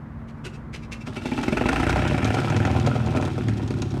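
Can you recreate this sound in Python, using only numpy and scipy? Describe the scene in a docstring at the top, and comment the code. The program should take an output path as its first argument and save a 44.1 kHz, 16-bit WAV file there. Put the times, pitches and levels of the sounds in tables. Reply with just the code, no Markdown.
"""A piston aircraft starts on an open apron, over a low rumble and the hum of a far engine.
First it turns over: gas wheezes out of one cylinder after another, with one short knock.
After a second it coughs, slow and hollow, then catches and runs up. Each firing thumps and barks in the
pipes, sharp spits crack on top of some firings, and a deep drone of exhaust and propeller swells beneath.
Near three seconds the speed peaks and eases into a rough fast idle. All along a hangar throws back an echo.
"""
import sys
import numpy as np
from scipy import signal
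from scipy.fft import rfft, irfft
from scipy.io import wavfile
from scipy.ndimage import uniform_filter1d

SR = 44100
rng = np.random.default_rng(int(sys.argv[2]) if len(sys.argv) > 2 else 0)


def log_audio(samples):
    """Write samples as a 16-bit WAV file to the path given in sys.argv[1]."""
    # one column per channel
    frames = np.atleast_2d(samples).T
    # limit to full scale, then quantise
    limited = np.clip(frames, -1, 1)
    pcm = np.round(limited * 32767).astype(np.int16)
    wavfile.write(sys.argv[1], SR, pcm)


N = 176400

# Colour of the airfield's rumble. Each row: frequency in Hz, gain in dB.
RUMBLE_COLOUR = [(20, -53), (40, -9), (63, 1), (82, -4), (115, 2), (190, -7.5), (300, -11.5), (450, -20),
                 (800, -22.5), (1150, -21), (2000, -31.5), (3000, -45), (5000, -54.5), (9000, -61),
                 (15000, -67)]
# Tones of the far engine. Each row: pitch in Hz, level in dB.
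FAR_HUM = [(150.7, -46), (226.1, -43.5)]
# The run-up. Each row: time in seconds, firings per second.
ENGINE_SPEED = [(1.069, 8.99), (1.25, 13.38), (1.45, 20.44), (1.7, 26.5), (1.9, 30.4), (2.15, 34.4),
                (2.55, 39.2), (2.85, 40.3), (3.1, 39.6), (3.5, 36.8), (4.0, 33.5)]
# Balance of the drone; odd orders come from unequal cylinders.
# Each row: time in seconds, then relative levels in dB at 4, 5, 6, 7 and 8 times the shaft speed.
DRONE_LEVELS = [(1.1, -81.5, -78, -77, -75, -73), (1.5, -42, -49, -38, -57, -52),
                (1.72, -35, -35, -47, -50, -38), (1.9, -24, -36, -31, -43, -29),
                (2.05, -28.5, -51, -24.5, -49, -25), (2.18, -29, -32, -29.5, -30, -28),
                (2.3, -33, -29, -22, -49, -61), (2.43, -49, -36, -30.5, -27, -30),
                (2.58, -33, -21.5, -25.5, -34, -28.5), (2.72, -23.5, -24, -25, -29, -33),
                (2.87, -34, -27, -22.5, -24, -42), (3.03, -29, -31, -22.5, -32, -35.5),
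                (3.2, -39, -28, -34, -31, -35), (3.37, -49, -32, -31, -30, -31.5),
                (3.5, -43, -47, -21.5, -38, -33), (3.65, -33, -34, -31, -35, -34),
                (3.8, -44, -36, -33, -34, -31.5), (3.95, -35, -40, -32, -48, -27)]
# Top of the drone. Each row: multiple of the shaft speed, level in dB against order 6.
DRONE_OVERTONES = [(9, -20), (10, -17), (11, -6.5), (12, -19.5), (13, -15.5)]
# Tones of the knock. Each row: pitch in Hz, level in dB, decay in seconds.
KNOCK_TONES = [(372, -33.5, .018), (1460, -40.5, 0.018)]
# Breaths of the cylinders. Each row: start in seconds, level in dB, seconds until it is choked off,
# lower and upper ring in Hz.
WHEEZES = [(0.265, -53, 0.042, 2250, 4600), (0.433, -34.5, 0.037, 2680, 3700),
           (0.721, -36, 0.04, 2250, 3760), (0.907, -32, 0.021, 2520, 5070), (1.048, -41, 0.027, 1800, 3300),
           (1.145, -36.5, 0.019, 1850, 2940), (1.242, -39, 0.047, 2190, 3760)]
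# Sharp spits. Each row: time in seconds, level in dB.
SPITS = [(1.431, -33), (1.687, -36), (1.893, -30.5), (2.078, -33), (2.245, -31), (2.345, -34.5),
         (2.5, -30.5), (2.564, -34), (2.651, -36), (2.713, -37.5), (2.798, -34.5), (2.864, -30.5),
         (3.061, -35.5), (3.162, -34), (3.211, -40), (3.251, -40.5), (3.482, -34.5), (3.571, -41.5),
         (3.677, -37), (3.706, -40), (3.819, -29)]
# Colours of the six gas sounds. Each row: frequency in Hz, gain in dB.
WHEEZE_COLOUR = [(150, -31), (370, 9), (550, -0.5), (900, -10), (1500, 1), (2000, 0.5), (2650, 3.5),
                 (3300, -2), (5200, -7), (6500, -8.5), (8300, -13.5), (12000, -24.5), (15500, -46)]
SPIT_COLOUR = [(800, 8), (2000, -1), (3200, 9), (5000, 3.5), (6500, 6.5), (8500, -8), (11000, -13),
               (15500, -54)]
THUMP_COLOUR = [(30, -45.5), (60, -5), (100, -6.5), (140, -2), (185, -11.5), (230, -1.5), (280, -0.5),
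                (370, -3), (450, -19.5), (700, -27.5), (2000, -85.5)]
BARK_COLOUR = [(200, -22), (380, -3), (480, 2.5), (550, -3), (700, -6), (900, -6.5), (1100, -9),
               (1500, -13.5), (4000, -59.5)]
RASP_COLOUR = [(500, -4), (1100, -1.5), (1400, 6.5), (1750, 5.5), (2050, 3), (2600, 2.5), (3100, -3),
               (4000, -24), (8000, -47.5)]
HISS_COLOUR = [(1500, -1.5), (3300, 8.5), (4400, 2), (5500, 0), (7200, -6), (8300, -5), (10000, -12.5),
               (12000, -17), (15500, -31)]
# Resonances of pipes and cowling. Each row: centre in Hz, width in Hz, lift in dB.
PIPE_RINGS = [(615, 42, 11), (749, 55, 12), (842, 37, 7), (992, 81, 7.5), (1305, 80, 8.5), (1413, 79, 5),
              (2294, 82, 1.5), (2534, 144, 3)]
# Hollow resonances of the pipe at low speed. Each row: centre in Hz, width in Hz, lift in dB.
HOLLOW_RINGS = [(234, 90, 8), (379, 46, 12), (614, 56, 12.5), (846, 66, 14.5), (1455, 36, 7),
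                (1730, 48, -10), (2286, 110, 13), (2650, 210, 13)]
# Accents of the four cylinders. Each entry: gain in dB.
CYLINDER_DB = [1.6, 0.92, 0.077, 0.059]
# Faders of the running exhaust. Each row: time in seconds, then thump, bark and rasp levels in dB.
EXHAUST_LEVELS = [(1.07, -43, -50, -44.5), (1.27, -34, -51, -42.5), (1.6, -29.5, -42.5, -38),
                  (1.92, -29.5, -48, -33.5), (2.3, -31.5, -39, -37), (2.65, -31.5, -38, -40),
                  (3.0, -34.5, -40.5, -44.5), (3.2, -32.5, -33.5, -44.5), (3.4, -34.5, -53, -49),
                  (3.7, -32.5, -49, -52.5), (4.0, -36, -56, -55)]
# Fader of the exhaust's hiss. Each row: time in seconds, level in dB.
HISS_LEVELS = [(1.07, -42), (1.3, -45), (1.75, -44.5), (2.5, -45.5), (3.0, -50), (3.5, -53), (4.0, -56)]
# Hard firings, from the first coughs on.
# Each row: time in seconds, then crack, thump, bark and rasp levels in dB before their trims.
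BANGS = [(1.07, -23, -27, -32.5, -43), (1.164, -18, -27.5, -31, -31.5), (1.251, -17, -21, -27.5, -30),
         (1.315, -19.5, -17.5, -28.5, -27.5), (1.376, -14, -17, -25.5, -25), (1.431, -11, -28, -28, -26.5),
         (1.478, -14, -16, -27.5, -25), (1.523, -10.5, -14.5, -21.5, -24.5), (1.57, -10, -26, -30, -19.5),
         (1.61, -17, -17.5, -18.5, -24.5), (1.655, -24, -16.5, -20.5, -25), (1.688, -4, -20, -26, -17.5),
         (1.728, -12, -29, -21, -31), (1.759, -8.5, -27, -27.5, -20), (1.797, -10.5, -22, -25, -20.5),
         (1.83, -10.5, -24, -23.5, -21), (1.865, -10, -26.5, -24, -23), (1.895, -4.5, -26, -24, -19),
         (1.926, -10.5, -27, -24.5, -24.5), (1.959, -11, -33, -17, -25), (1.991, -25, -21, -25.5, -27),
         (2.019, -18, -34, -24, -26.5), (2.051, -22, -29, -25, -24.5), (2.109, -17, -25, -21.5, -32),
         (2.143, -18, -22, -26, -26.5), (2.178, -11, -35, -24, -23), (2.228, -18, -32, -30.5, -25),
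         (2.248, -10, -27, -27, -26.5), (2.275, -11.5, -28, -26, -27.5), (2.303, -12, -26, -26, -23.5),
         (2.341, -8, -42, -22.5, -23.5), (2.367, -24, -37, -31, -36), (2.385, -18, -18, -42, -25),
         (2.445, -23, -22, -27.5, -27), (2.501, -15, -25, -27, -26.5), (2.522, -19, -22, -23, -27.5),
         (2.563, -14, -28, -24.5, -24.5), (2.601, -16, -24, -27, -27.5), (2.651, -27, -30, -24.5, -20.5),
         (2.673, -27, -32, -21, -30), (2.699, -27, -26.5, -28, -30.5), (2.749, -26, -40, -23.5, -40),
         (2.771, -22, -28, -26.5, -37.5), (2.871, -14, -29, -19.5, -26), (2.952, -26, -40, -27.5, -30),
         (3.07, -22, -27, -24.5, -38), (3.148, -30, -32, -23.5, -33), (3.171, -12, -19.5, -29, -25.5),
         (3.224, -16, -21, -29, -28), (3.251, -14, -20.5, -41, -37), (3.275, -20, -39, -33, -34.5),
         (3.379, -21, -33, -25, -34), (3.407, -35, -21.5, -37, -35.5), (3.484, -17, -20, -31.5, -30),
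         (3.514, -37, -32, -47, -37), (3.596, -30, -31, -30.5, -35), (3.626, -19, -42, -34.5, -41),
         (3.705, -16, -21.5, -31, -33.5), (3.738, -22, -30, -54, -38), (3.822, -31, -23.5, -32, -34),
         (3.94, -20, -27.5, -31.5, -38.5), (3.969, -21, -25, -32, -38)]

FIRST_FIRING_S, JITTER_S, SLAP_DELAY_S = 1.069, 0.000299, 0.002013
LATE_PUFF_SHARE, LATE_PUFF_DB = .55, -2.5  # the share is of one firing interval
BANG_RISE_SHARE, BANG_DECAY_SHARE = .13, .19  # likewise
SLOWEST_BANG_RATE, HOLLOW_FULL_RATE, HOLLOW_GONE_RATE = 12.8, 15, 29  # firings per second
PIPE_HZ = 240  # round trips per second of a pressure wave in the pipe
AFTERBURN_S, AFTERBURN_DB = .009, -6  # late-burning gas puffs again after each bang
HANGAR_S, HANGAR_DB, SCATTER_DB = .084, -12.5, -12
RUMBLE_DB, TOP_HZ = -37.5, 15500


def undb(db):
    """Decibels to gain."""
    return 10 ** (np.asarray(db) / 20)


def unit(x):
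    """Scale to rms 1."""
    return x / np.sqrt(np.mean(x ** 2))


def curve(table, column=1):
    """One column of a time table at every sample."""
    rows = np.array(table, float)
    return np.interp(np.arange(N) / SR, rows[:, 0], rows[:, column])


def noise():
    """White noise."""
    return rng.standard_normal(N)


def wobble(rate_hz):
    """Smooth random movement with rms 1."""
    span = int(SR / rate_hz)
    return unit(uniform_filter1d(uniform_filter1d(noise(), span), span))


def colour(x, points, rings=()):
    """Causal EQ of unit power from (Hz, dB) points and resonances."""
    size = 16384
    freqs = np.maximum(np.arange(size // 2 + 1) * SR / size, 1)
    rows = np.array(points, float)
    db = np.interp(np.log(freqs), np.log(rows[:, 0]), rows[:, 1])
    for hz, width, lift in rings:
        db = db + lift / (1 + (2 * (freqs - hz) / width) ** 2)
    cepstrum = irfft(np.log(undb(db)))
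    cepstrum[1:size // 2] *= 2  # minimum phase keeps the attacks sharp
    cepstrum[size // 2 + 1:] = 0
    response = irfft(np.exp(rfft(cepstrum)))
    return signal.fftconvolve(x, response / np.sqrt(np.sum(response ** 2)))[:len(x)]


def burst(start, rise, decay):
    """Envelope with a straight rise and an exponential fall, all in seconds."""
    age = np.arange(N) / SR - start
    return np.clip(age / rise, 0, 1) * np.exp(-np.clip((age - rise) / decay, 0, 20))


def gas(ring_db, grit, grit_hz):
    """Turbulent gas: gritty noise whose narrow bands flare briefly, so every puff has its own ring."""
    size = 512
    shape = (size // 2 + 1, N // (size // 2) + 3)
    bands = uniform_filter1d(rng.standard_normal(shape), size=3, axis=0)
    flare = unit(uniform_filter1d(bands, size=3, axis=1))
    cells = undb(ring_db * np.minimum(flare, 2)) * np.exp(2j * np.pi * rng.random(shape))
    flow = unit(signal.istft(cells, nperseg=size)[1][:N])
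    return flow * np.exp(grit * wobble(grit_hz))


def add_hit(out, start, hit, db):
    """Mix a hit into out with the energy of 10 ms at the given level."""
    at = int(start * SR)
    hit = (hit * undb(db) * np.sqrt(0.01 * SR / np.sum(hit ** 2)))[:N - at]
    out[at:at + len(hit)] += hit


def airfield():
    """The bed: distant rumble and the steady hum of another engine."""
    t, hum = np.arange(N) / SR, 0
    for hz, db in FAR_HUM:
        gain = np.sqrt(2) * undb(db + 1.2 * wobble(4.4))
        hum += gain * np.sin(2 * np.pi * hz * t + .25 * wobble(6.2))
    return hum + undb(RUMBLE_DB + .9 * wobble(17)) * colour(noise(), RUMBLE_COLOUR)


def apron(x):
    """The space: adds a smeared hangar echo and a short scatter from ground and parked aircraft."""
    echo = burst(HANGAR_S, rise=0.00104, decay=0.01) * noise()
    scatter = burst(0.0038, rise=0.0044, decay=0.054) * noise()
    response = (undb(HANGAR_DB) * unit(echo) + undb(SCATTER_DB) * unit(scatter)) / np.sqrt(N)
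    return x + signal.fftconvolve(x, response)[:N]


def knock():
    """A short pitched knock during the first strong compression."""
    t = np.arange(N) / SR
    return sum(undb(db) * burst(start=.457, rise=0.0084, decay=decay) * np.sin(2 * np.pi * hz * t)
               for hz, db, decay in KNOCK_TONES)


def wheezes():
    """Gas blows out of one cylinder after another, each with its own colour: it swells, sags and stops."""
    t, out = np.arange(N) / SR, 0
    flow = unit(gas(ring_db=2.5, grit=0.2, grit_hz=450))
    for start, db, length, *ring_hz in WHEEZES:
        swell = undb(db) * burst(start, rise=0.022, decay=0.084) ** 2
        choke = np.exp(-np.maximum(t - start - length, 0) / 0.017)
        rings = [(hz, 450, 3.5) for hz in ring_hz]  # 450 Hz wide, 3.5 dB up
        out += colour(swell * choke * flow, WHEEZE_COLOUR, rings)
    return out


def spits():
    """Short bright cracks of gas, mostly on top of firings."""
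    gate = sum(undb(db) * burst(time - .001, rise=0.0019, decay=0.0056) for time, db in SPITS)
    return colour(gate * unit(gas(ring_db=1.5, grit=0.36, grit_hz=740)), SPIT_COLOUR)


def drone(count):
    """Deep loping tones of exhaust and propeller on multiples of the shaft speed; two firings a turn."""
    levels = {order: curve(DRONE_LEVELS, column=order - 3) for order in range(4, 9)}
    levels.update({order: db + levels[6] for order, db in DRONE_OVERTONES})
    lope_db = 1 + 0.5 * np.sin(np.pi * count / 2)  # swells and sags once every two turns
    tones = 0
    for order, db in levels.items():
        gain = undb(db + lope_db + 1.2 * wobble(37))
        phase = np.pi * (order * count + 2 * rng.random()) + .14 * wobble(13)
        tones += gain * np.sin(phase)
    return np.clip(count, 0, 1) * tones  # fades in after the first firing


def firing_count():
    """The engine's clock: a smooth count of firings since the first one."""
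    count = np.cumsum(curve(ENGINE_SPEED)) / SR
    return count - count[int(FIRST_FIRING_S * SR)]


def stumble(count):
    """The crank hurries and lags, so the lighter firings fall in step between the hard ones."""
    at_bangs = np.interp([row[0] * SR for row in BANGS], np.arange(N), count)
    steps = np.maximum(np.round(np.diff(at_bangs)), 1)
    on_beat = np.cumsum(np.r_[0, steps])
    return count + np.interp(count, at_bangs, on_beat - at_bangs)


def firings(count):
    """One kick per firing, unequal from cylinder to cylinder, each followed by a weaker, looser one."""
    beats = np.arange(int(count[-1]) + 1)
    chance = rng.standard_normal((len(beats), 4)).T
    main = (0, np.take(CYLINDER_DB, beats, mode="wrap"), chance[0], chance[1])
    late = (LATE_PUFF_SHARE, LATE_PUFF_DB, 4 * chance[2], 2.5 * chance[3])
    kicks = np.zeros(N)
    for offset, db, slip, accent in (main, late):
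        at = np.searchsorted(count, beats + offset) + (JITTER_S * SR * slip).astype(int)
        kicks[np.clip(at, 0, N - 1)] += undb(db + 1.3 * accent)
    return kicks


def puffs(kicks, rise, decay, slap_db, flow_db, grit, ring_db):
    """Each kick gives a pressure slap and a tail of gritty turbulence, over a steady flow."""
    gate = np.maximum(signal.fftconvolve(kicks, burst(0, rise, decay))[:N], 0)
    fade_in = np.clip((np.arange(N) / SR - FIRST_FIRING_S) / 0.21, 0, 1)
    tail = unit(gate * gas(ring_db, grit, grit_hz=230))
    slap = unit(np.pad(kicks, (int(SLAP_DELAY_S * SR), 0))[:N])
    flow = fade_in * unit(gas(ring_db, grit, grit_hz=170))
    return unit(tail + undb(slap_db) * slap + undb(flow_db) * flow)


def exhaust(count):
    """The lighter firings ring the pipes: low thump, hollow bark, rasp and hiss."""
    kicks = firings(count)
    thump = puffs(kicks, rise=0.0025, decay=0.014, slap_db=-3, flow_db=-1, grit=0.11, ring_db=1.5)
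    bark = puffs(kicks, rise=0.0035, decay=0.0038, slap_db=0.5, flow_db=-36, grit=0.28, ring_db=-0.5)
    rasp = puffs(kicks, rise=0.0038, decay=0.0058, slap_db=-2.5, flow_db=-6, grit=0.15, ring_db=4)
    hiss = puffs(kicks, rise=0.0092, decay=0.016, slap_db=-21, flow_db=-3, grit=0.41, ring_db=2.5)
    return (colour(thump, THUMP_COLOUR) * undb(curve(EXHAUST_LEVELS, column=1))
            + colour(bark, BARK_COLOUR, PIPE_RINGS) * undb(curve(EXHAUST_LEVELS, column=2))
            + colour(rasp, RASP_COLOUR, PIPE_RINGS) * undb(curve(EXHAUST_LEVELS, column=3))
            + colour(hiss, HISS_COLOUR) * undb(curve(HISS_LEVELS)))


def bangs():
    """Hard firings bounce in the pipe, each at its own pitch, longer and hollower at low speed."""
    speed, out = np.array(ENGINE_SPEED), np.zeros(N)
    size = 6000  # samples per bang
    flow = np.tile(gas(ring_db=2.5, grit=0.31, grit_hz=350), 2)
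    for time, crack_db, thump_db, bark_db, rasp_db in BANGS:
        heat, trip_slip, afterburn_slip = rng.standard_normal(3)
        rate = max(np.interp(time, speed[:, 0], speed[:, 1]), SLOWEST_BANG_RATE)
        hollow = np.clip((HOLLOW_GONE_RATE - rate) / (HOLLOW_GONE_RATE - HOLLOW_FULL_RATE), 0, 1)
        detune = 1 + .018 * (1 - hollow / 2) * heat
        rings = [(hz * detune, width, lift * share)
                 for table, share in ((HOLLOW_RINGS, hollow), (PIPE_RINGS, 1 - hollow))
                 for hz, width, lift in table]
        rise, decay = BANG_RISE_SHARE / rate, BANG_DECAY_SHARE / rate
        start = time - rise / 2
        gate = burst(0, rise, decay)[:size]
        slap_times = rise + np.arange(5) * (1 + .057 * trip_slip) / PIPE_HZ
        slaps = np.zeros(size)
        slaps[(slap_times * SR).astype(int)] = np.sqrt(SR / PIPE_HZ)
        slaps *= gate
        afterburn = burst(AFTERBURN_S * np.exp(0.267 * afterburn_slip), rise / 2, decay / 2)[:size]
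        puff = (gate + undb(AFTERBURN_DB) * afterburn) * flow[int(start * SR):][:size]
        thump = colour(slaps + puff / 3, THUMP_COLOUR, rings)
        bark = colour(undb(-7.5) * slaps + puff, BARK_COLOUR, rings)
        cough_db = 2 * hollow  # slow coughs thump and bark harder
        add_hit(out, start, thump, thump_db - 3.5 + cough_db)
        add_hit(out, start, bark, bark_db - 3 + cough_db)
        add_hit(out, start, colour(puff, RASP_COLOUR, rings), rasp_db - 3)
        add_hit(out, start, colour(puff, HISS_COLOUR), crack_db - 26.5)
    return out


def scene():
    """The mono mix: the engine's puffs and hits echo on the apron; drone and bed stay dry."""
    count = firing_count()
    engine = exhaust(stumble(count)) + bangs() + spits() + wheezes() + knock()
    return (apron(engine) + drone(count) + airfield())[None]


def record(dry):
    """A steep low-pass trims the very top."""
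    return signal.sosfilt(signal.ellip(8, .2, 70, TOP_HZ, fs=SR, output="sos"), dry)


dry = scene()
out = record(dry)
log_audio(out)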